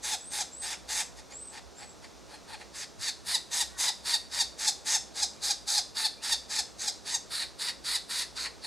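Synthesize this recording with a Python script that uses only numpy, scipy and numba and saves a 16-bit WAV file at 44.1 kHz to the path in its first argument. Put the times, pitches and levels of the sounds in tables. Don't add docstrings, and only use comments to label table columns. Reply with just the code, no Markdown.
import sys
import numpy as np
from scipy import signal
from scipy.fft import rfft, irfft, next_fast_len
from scipy.io import wavfile
from scipy.ndimage import uniform_filter1d
from numba import njit

SR = 44100
rng = np.random.default_rng(int(sys.argv[2]) if len(sys.argv) > 2 else 0)


def attenuation_scalar(level_db):
    decades = np.asarray(level_db, float) / 20
    return 10 ** decades


def digitize_waveform(pressure):
    field = np.atleast_2d(pressure).T
    bounded = np.clip(field, -1, 1)
    quanta = np.round(bounded * 32767).astype(np.int16)
    wavfile.write(sys.argv[1], SR, quanta)


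N = 381906


def level(x, db):
    return x * attenuation_scalar(db) / np.sqrt(np.mean(x ** 2))


def curve(times, values):
    return np.interp(np.arange(N) / SR, np.ravel(times), np.ravel(values))


def walk(rate):
    hold = int(SR / rate)
    steps = np.repeat(rng.standard_normal(N // hold + 1), hold)
    return 0.65 * uniform_filter1d(uniform_filter1d(steps, hold), hold)[:N]


@njit
def svf(x, hz, width):
    y, band, low = np.empty(len(x)), 0., 0.
    for i in range(len(x)):
        g, k = np.tan(np.pi * hz[i] / SR), width[i] / hz[i]
        v = (band + g * (x[i] - low)) / (1 + g * (g + k))
        band, low, y[i] = 2 * v - band, low + 2 * g * v, k * v
    return y


def steep(x, hz, width):
    hz, width = hz + np.zeros(N), 1.69 * width + np.zeros(N)
    return svf(svf(x, hz, width), hz, width)


def ring(x, modes):
    total = np.zeros(N)
    for k, (hz, width, db) in enumerate(modes):
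        total = total + (-1) ** k * attenuation_scalar(db) * steep(x, hz, width)
    return level(total, 0)


def wood():
    # frequency in Hz, level in dB per Hz.
    spectrum = [(20, -17), (60, -4.5), (120, -5), (200, -3), (550, -4), (900, -9), (1400, -13.5),
                (2000, -18.5), (3000, -17), (6000, -16), (9000, -25.5), (15500, -41.5)]
    # frequency in Hz, likeness 0-1, left lead in rad, left minus right in dB.
    ports = [(40, .8, 2.5, -2.4), (130, .5, 2.3, -2), (300, .55, 1.7, -1.5), (700, .7, .8, 0),
             (1600, .72, 0, 0), (4000, .94, 0, 0), (9000, .99, 0, 0), (15000, .85, 0, 0)]
    log_hz = np.log(np.arange(1, N // 2 + 2) * SR / N)
    hz, like, lead, tilt_db = np.transpose(ports)
    like = np.interp(log_hz, np.log(hz), np.clip(like, 0, 1))
    lead = np.interp(log_hz, np.log(hz), lead)
    tilt_db = np.interp(log_hz, np.log(hz), tilt_db)
    colour_hz, colour_db = np.transpose(spectrum)
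    colour = attenuation_scalar(np.interp(log_hz, np.log(colour_hz), colour_db))
    one, other = rfft(rng.standard_normal((2, N)) * attenuation_scalar(1.1 * walk(1.77)))
    hiss = level(irfft(colour * one, N), -52)
    hum = level(steep(rng.standard_normal(N), 61.9, 6), -59)
    left = rfft(hiss + hum)
    apart = np.sqrt(1 - like ** 2) * other * np.abs(left) / np.abs(other)
    right = like * np.exp(-1j * lead) * left + apart
    return irfft([left * attenuation_scalar(tilt_db / 2), right * attenuation_scalar(0.5 - tilt_db / 2)], N)


def wind():
    # centre in seconds, level in dB, pitch in Hz.
    gusts = [
        (2.15, -66, 86),
        (3.0, -42, 94.5),
        (3.681, -49, 75.6),
    ]
    t = np.arange(N) / SR
    puffs = np.zeros(N)
    for s, db, hz in gusts:
        puffs += attenuation_scalar(db) * np.exp(-((t - s) / 0.02) ** 2) * np.sin(2 * np.pi * hz * (t - s))
    return np.array([puffs, -puffs])


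@njit
def trunks(x, lags, gain, damp):
    line, soft, out = np.zeros((8, 4096)), np.zeros(8), np.zeros((2, len(x)))
    for i in range(len(x)):
        total = 0.
        for k in range(8):
            soft[k] += (1 - damp) * (gain[k] * line[k, (i - lags[k]) & 4095] - soft[k])
            total += soft[k]
            out[k % 2, i] += soft[k]
        for k in range(8):
            line[k, i & 4095] = x[i] + soft[k] - total / 4
    return out


def trees(bird, far):
    trunk_t60_s, near_t60_s = 0.33, 0.2
    echo_db, near_db, wide = -22, -7.5, 0.16
    lags = rng.integers(300, 2400, 8)
    thrown = ring(bird, [(5000, 13500, -7.0), (1200, 2700, -9.5)]) * np.std(bird)
    long = trunks(thrown + 0.5 * far, lags, attenuation_scalar(-60 * lags / SR / trunk_t60_s), 0.063)
    wash = rng.standard_normal((2, 8000)) * attenuation_scalar(-60 * np.arange(8000) / SR / near_t60_s)
    wash *= attenuation_scalar(near_db - echo_db) / np.sqrt(np.sum(wash ** 2))
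    one, other = long + signal.fftconvolve([thrown + 2.8 * far], wash, axes=1)[:, :N]
    side = wide * (one - other)
    return attenuation_scalar(echo_db) * np.array([one + other + side, one + other - side])


def arch(start, crest, hz, db):
    end = crest + 0.062
    s = np.arange(start, end, 0.005)
    climb = (np.maximum(crest - s, 0) / 0.33) ** 1.9
    drop = (np.maximum(s - crest, 0) / 0.14) ** 2.8
    swell_db = np.interp(s, [start, start + 0.035, crest, end], [-11, 0, 0, -3])
    return list(zip(s, hz * (1 - climb - drop), db + swell_db))


def songbird():
    # time in seconds, pitch in Hz, level in dB.
    opening = [
        (0.2, 7600, -58),
        (0.21, 7750, -51),
        (0.235, 7840, -51),
        (0.28, 8700, -47.5),
        (0.3, 8380, -50),
        (0.335, 8450, -50),
    ]
    # start in seconds, crest in seconds, crest pitch in Hz, level in dB.
    arches = [
        (.513, .622, 8200, -48),
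        (.89, .995, 8150, -51),
        (1.305, 1.447, 8250, -49),
        (1.75, 1.855, 7950, -56.5),
    ]
    # time in seconds, pitch in Hz, level in dB.
    slurs = [
        [(5.365, 2336, -64), (5.39, 2494, -72), (5.405, 3080, -68)],
        [(6.175, 2365, -67), (6.2, 2400, -60), (6.225, 2950, -56)],
    ]
    calls = [opening] + [arch(*whistle) for whistle in arches] + [list(slur) for slur in slurs]
    s, hz, db = np.transpose(sorted(sum(calls, [])))
    sounding = np.zeros(N)
    for call in calls:
        first, last = call[0][0], call[-1][0]
        sounding += curve([first - 0.004, first, last, last + 0.002], [0, 1, 1, 0])
    pitch = uniform_filter1d(curve(s, hz), size=600) * (1 + 0.0034 * walk(150))
    loudness = attenuation_scalar(curve(s, db) + 2.5 * walk(140))
    return np.sqrt(2) * sounding * loudness * np.sin(2 * np.pi * np.cumsum(pitch) / SR)


def wheeze():
    # time in seconds, pitch of the absent fundamental in Hz, level in dB.
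    breath = [
        (3.69, 340.7, -78),
        (3.704, 347, -60),
        (3.72, 378, -62),
        (3.76, 383, -59),
        (3.775, 362, -46),
    ]
    s, hz, db = np.transpose(breath)
    turn = 2 * np.pi * np.cumsum(curve(s, hz)) / SR
    inside = curve(s[[0, -1]], [1, -1]) ** 2 < 1
    return attenuation_scalar(curve(s, db)) * inside * (np.sin(3 * turn) + np.sin(4 * turn) + 0.98 * np.sin(5 * turn))


@njit
def snap(hz, jitter, scatter, chance):
    pulses, phase, p, k = np.zeros(len(hz) + 16), np.empty(len(hz)), 0., 0
    for i in range(len(hz)):
        step = hz[i] * np.exp(jitter[i] * chance[k, 0]) / SR
        p += step
        if p >= 1:
            p, k = p - 1, k + 1
            for j in range(16):
                d = j - 8 + p / step
                size = np.exp(scatter[i] * chance[k, 1])
                pulses[i + j] += size * np.sinc(.8 * d) * (1 + np.cos(np.pi * d / 9))
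        phase[i] = p
    return pulses[8:-8], phase


def syrinx(pitch, rough):
    clicks, phase = snap(pitch, 0.15 * rough ** 2, 0.3 * rough, rng.standard_normal((N // 20, 2)))
    air = level(np.exp(-phase / 0.5) * rng.standard_normal(N), 0)
    clicks = level(clicks, 0)
    source = clicks + 2.08 * rough ** 1.13 * air
    beat = clicks + 2.04 * rough * air
    return source, beat


def tract(source, beat, start, lock, top, end, jump, pitch, locked):
    # time in seconds, beak open 0-1, neck drawn in 0-1, facing the microphone 0-1,
    # windpipe open 0-1.
    posture = [(0.041, 0.96, 0.86, 1, 0.67), (.62, 0.87, 0.71, 0.63, 0.52), (.89, 0.97, 0.7, 0.72, 0.56),
               (1.3, .65, 0.97, 0.42, 0.71), (2.6, 0.27, 0.93, .4, 0.74), (2.75, 0.76, -.1, .42, 0.51),
               (3.27, 0.68, 0.48, 0.66, 0.45), (3.65, 0.97, .75, 0.89, 0.48), (4.06, 0.54, 0.44, 0.43, .33),
               (4.75, 0.97, 0.56, 0.45, 0.51), (5.68, 0.7, 0.49, 0.37, 0.06), (5.96, 0.48, .42, 0.31, 0.24),
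               (6.23, 0.69, 0.55, 0.59, 0.47), (6.5, 0.85, .45, 0.41, 0.4), (7.06, 0.83, 0.54, .42, 0.39),
               (7.31, 0.43, 0.15, 0.46, 0.31), (8.1, 0.58, 0.18, 0.53, 0.39), (8.63, 0.29, 0.48, 0, 0.37)]
    # centre in Hz, width in Hz, level in dB.
    throat = [(3700, 400, 0)]
    windpipe = [(1089, 340, -5), (3070, 1900, -4)]
    gape = [(5785, 206, -4.5), (6285, 540, 0), (7994, 1100, -7)]
    breath_hiss = [(9220, 2120, 16.5), (12660, 4200, -1)]
    broad_band = [(6900, 1200, 0)]
    s, *controls = np.transpose(posture)
    beak, neck, facing, pipe = (np.interp(start, s, c) for c in controls)
    held = np.c_[start - 0.05, np.r_[start[1:] - 0.06, N / SR]]

    def pose(base, change, v):
        return curve(held, base + change * np.c_[v, v])

    gape_db, hiss_db = pose(-24, 28, beak), pose(-12.5, 14, facing)
    pipe_db = pose(-12, 18.5, pipe) + locked * pose(7.5, -0.88, jump)
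    chest_db = pose(-30.5, 27.5, neck) + locked * pose(2, -0.25, jump)
    chest_hz = 850 + 0.12 * (pitch - 850)
    linger_db = curve(np.c_[lock - 0.02, lock, top, end, end + 0.03], np.tile([0, 3, 0, 7, 0], len(top)))
    pipe_hz = np.c_[1110 + 694 * beak, np.full((len(top), 2), 1880)]
    pipe_hz = curve(np.c_[start, top, end], pipe_hz)
    throat_hz = 3760 + 1367 * beak
    rest_hz = 4620 + 0.18 * (throat_hz - 4620)
    throat_hz = curve(np.c_[start, top, end], np.c_[rest_hz, throat_hz, throat_hz]) * (1 + 0.03 * walk(25))
    voice = ring(source, [(throat_hz, pose(396, 550, beak), 0)])
    voice -= attenuation_scalar(pose(-3, 12, facing) - 7.0) * ring(source, throat)
    voice += attenuation_scalar(chest_db + linger_db) * ring(beat, [(chest_hz, 190, 0)])
    voice += attenuation_scalar(pipe_db) * ring(beat, [windpipe[0], (pipe_hz, 480, 0), windpipe[1]])
    voice -= attenuation_scalar(gape_db - 0.96 * locked + 4 * walk(30)) * ring(source, gape)
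    voice -= attenuation_scalar(hiss_db - 3.9 * locked + 2.5 * walk(33)) * ring(source, breath_hiss)
    voice += attenuation_scalar(-22 + (gape_db + hiss_db) / 2) * ring(source, broad_band)
    return voice


def chick():
    # start in seconds, top of the yelp in seconds, rasp level in dB, yelp level in dB, pitch in Hz.
    hungry = [
        (0.037, 0.136, -44.5, -32, 843.3),
        (0.322, 0.409, -44, -32, 809),
        (.624, 0.732, -44, -40.5, 853.5),
        (0.89, 1.008, -41, -35, 846),
    ]
    fed = [
        (1.164, 1.189, -59.5, -50, 896),
        (1.305, 1.321, -59, -54.5, 1050),
        (1.524, 1.576, -54.5, -46, 892),
        (1.782, 1.83, -57, -51, 781),
        (2.027, 2.043, -58, -54, 950),
        (2.287, 2.347, -60, -51, 843),
        (2.482, 2.536, -54, -41.5, 887),
        (2.595, 2.61, -58, -53, 863),
    ]
    begging = [(2.746, 2.831, -47, -40, 844), (3.01, 3.085, -41, -29.5, 868),
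               (3.267, 3.349, -38.5, -24, 976), (3.518, 3.612, -38.5, -28, 930.4),
               (3.788, 3.884, -37, -25, 965), (4.057, 4.143, -36, -22.5, 916.3),
               (4.324, 4.408, -38, -22, 912), (4.593, 4.681, -39.5, -21, 854),
               (4.863, 4.953, -37.5, -24, 884), (5.159, 5.23, -41, -23, 829), (5.43, 5.51, -36.5, -24, 797),
               (5.678, 5.782, -34, -21.5, 810), (5.96, 6.055, -35, -20.5, 864),
               (6.23, 6.327, -39.5, -22.5, 897.6), (6.504, 6.592, -38.5, -24.5, 850.5),
               (6.797, 6.881, -43, -24, 810), (7.061, 7.149, -41, -27, 914),
               (7.31, 7.426, -38.5, -33.5, 899.5), (7.595, 7.689, -39, -33, 933.6),
               (7.85, 7.955, -37.5, -26.5, 973), (8.098, 8.222, -39, -33, 971),
               (8.363, 8.461, -39.5, -39.5, 955), (8.628, 8.648, -45, -33, 902)]
    start, top, early_db, top_db, hz = np.transpose(hungry + fed + begging)
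    jump = top_db - early_db
    late_db = early_db + 0.15 * jump
    yelp_rough = np.clip(0.75 - 0.033 * jump + 0.015 * np.maximum(-40 - top_db, 0), 0.27, 1)
    rise = np.clip(0.011 + 0.52 * (0.094 - top + start), 0.011, 0.016)
    fall_s, clear_s = 0.017, 0.021
    lock = np.maximum(top - 0.015, start + 0.016)
    top = np.maximum(top, lock + 0.002)
    end = top + 0.019

    times = np.c_[start - 2.2 * rise, start - rise, start, start + 0.014, lock, top, top + 0.01, end, end + 0.016]
    rasp_db = np.c_[early_db - 34, early_db - 19, early_db - 5, early_db, late_db]
    yelp_db = np.c_[top_db, top_db - 4, top_db - 10, top_db - 36]
    db = curve(times, np.c_[rasp_db, yelp_db])

    times = np.c_[start, lock, top + 0.004, top + fall_s, top + 2 * fall_s]
    fallen_hz = 0.85 * hz
    pitch = curve(times, np.c_[hz, 1.06 * hz, hz, fallen_hz, 0.85 * fallen_hz])

    times = np.c_[lock, lock + 0.005, top + clear_s, top + 2 * clear_s]
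    locked = curve(times, np.tile([0, 0.95, 0.99, 0.25], len(top)))
    times = np.c_[start - 0.06, start - 0.05, end, end + 0.02]
    locked *= curve(times, np.tile([0, 0, 1, 1], len(top))) > 0.3
    rasp_rough = 0.8
    rough = np.clip(rasp_rough + locked * (curve(top, yelp_rough) - rasp_rough), 0, 1)

    source, beat = syrinx(pitch, rough)
    voice = tract(source, beat, start, lock, top, end, jump, pitch, locked)
    return attenuation_scalar(db + 1.3 * walk(60)) * voice * attenuation_scalar(0.5)


def scene():
    bird, far = chick() + wheeze(), songbird()
    lean = 0.45 * steep(bird, 950, 400) + 0.29 * steep(bird, 2500, 610) + 0.32 * steep(bird, 14100, 6300)
    lean = np.roll(lean, 11)
    return wood() + wind() + trees(bird, far) + far + bird + np.array([lean, -lean])


def low_pass(x):
    return signal.sosfilt(signal.butter(12, 15740, fs=SR, output="sos"), x)


def record(dry):
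    # frequency in Hz, gain in dB.
    housing = [(2200, 0), (2800, -2), (3150, -4), (3400, 0)]
    hz, db = np.transpose(housing)
    size = next_fast_len(N)
    gain = attenuation_scalar(np.interp(np.arange(size // 2 + 1) * SR / size, hz, db))
    heard = irfft(rfft(dry, size) * gain, size)[:, :N]
    cut = signal.sosfilt(signal.ellip(8, 0.2, 60, 15600, fs=SR, output="sos"), heard)
    return low_pass(cut)


dry = scene()
out = record(dry)
digitize_waveform(out)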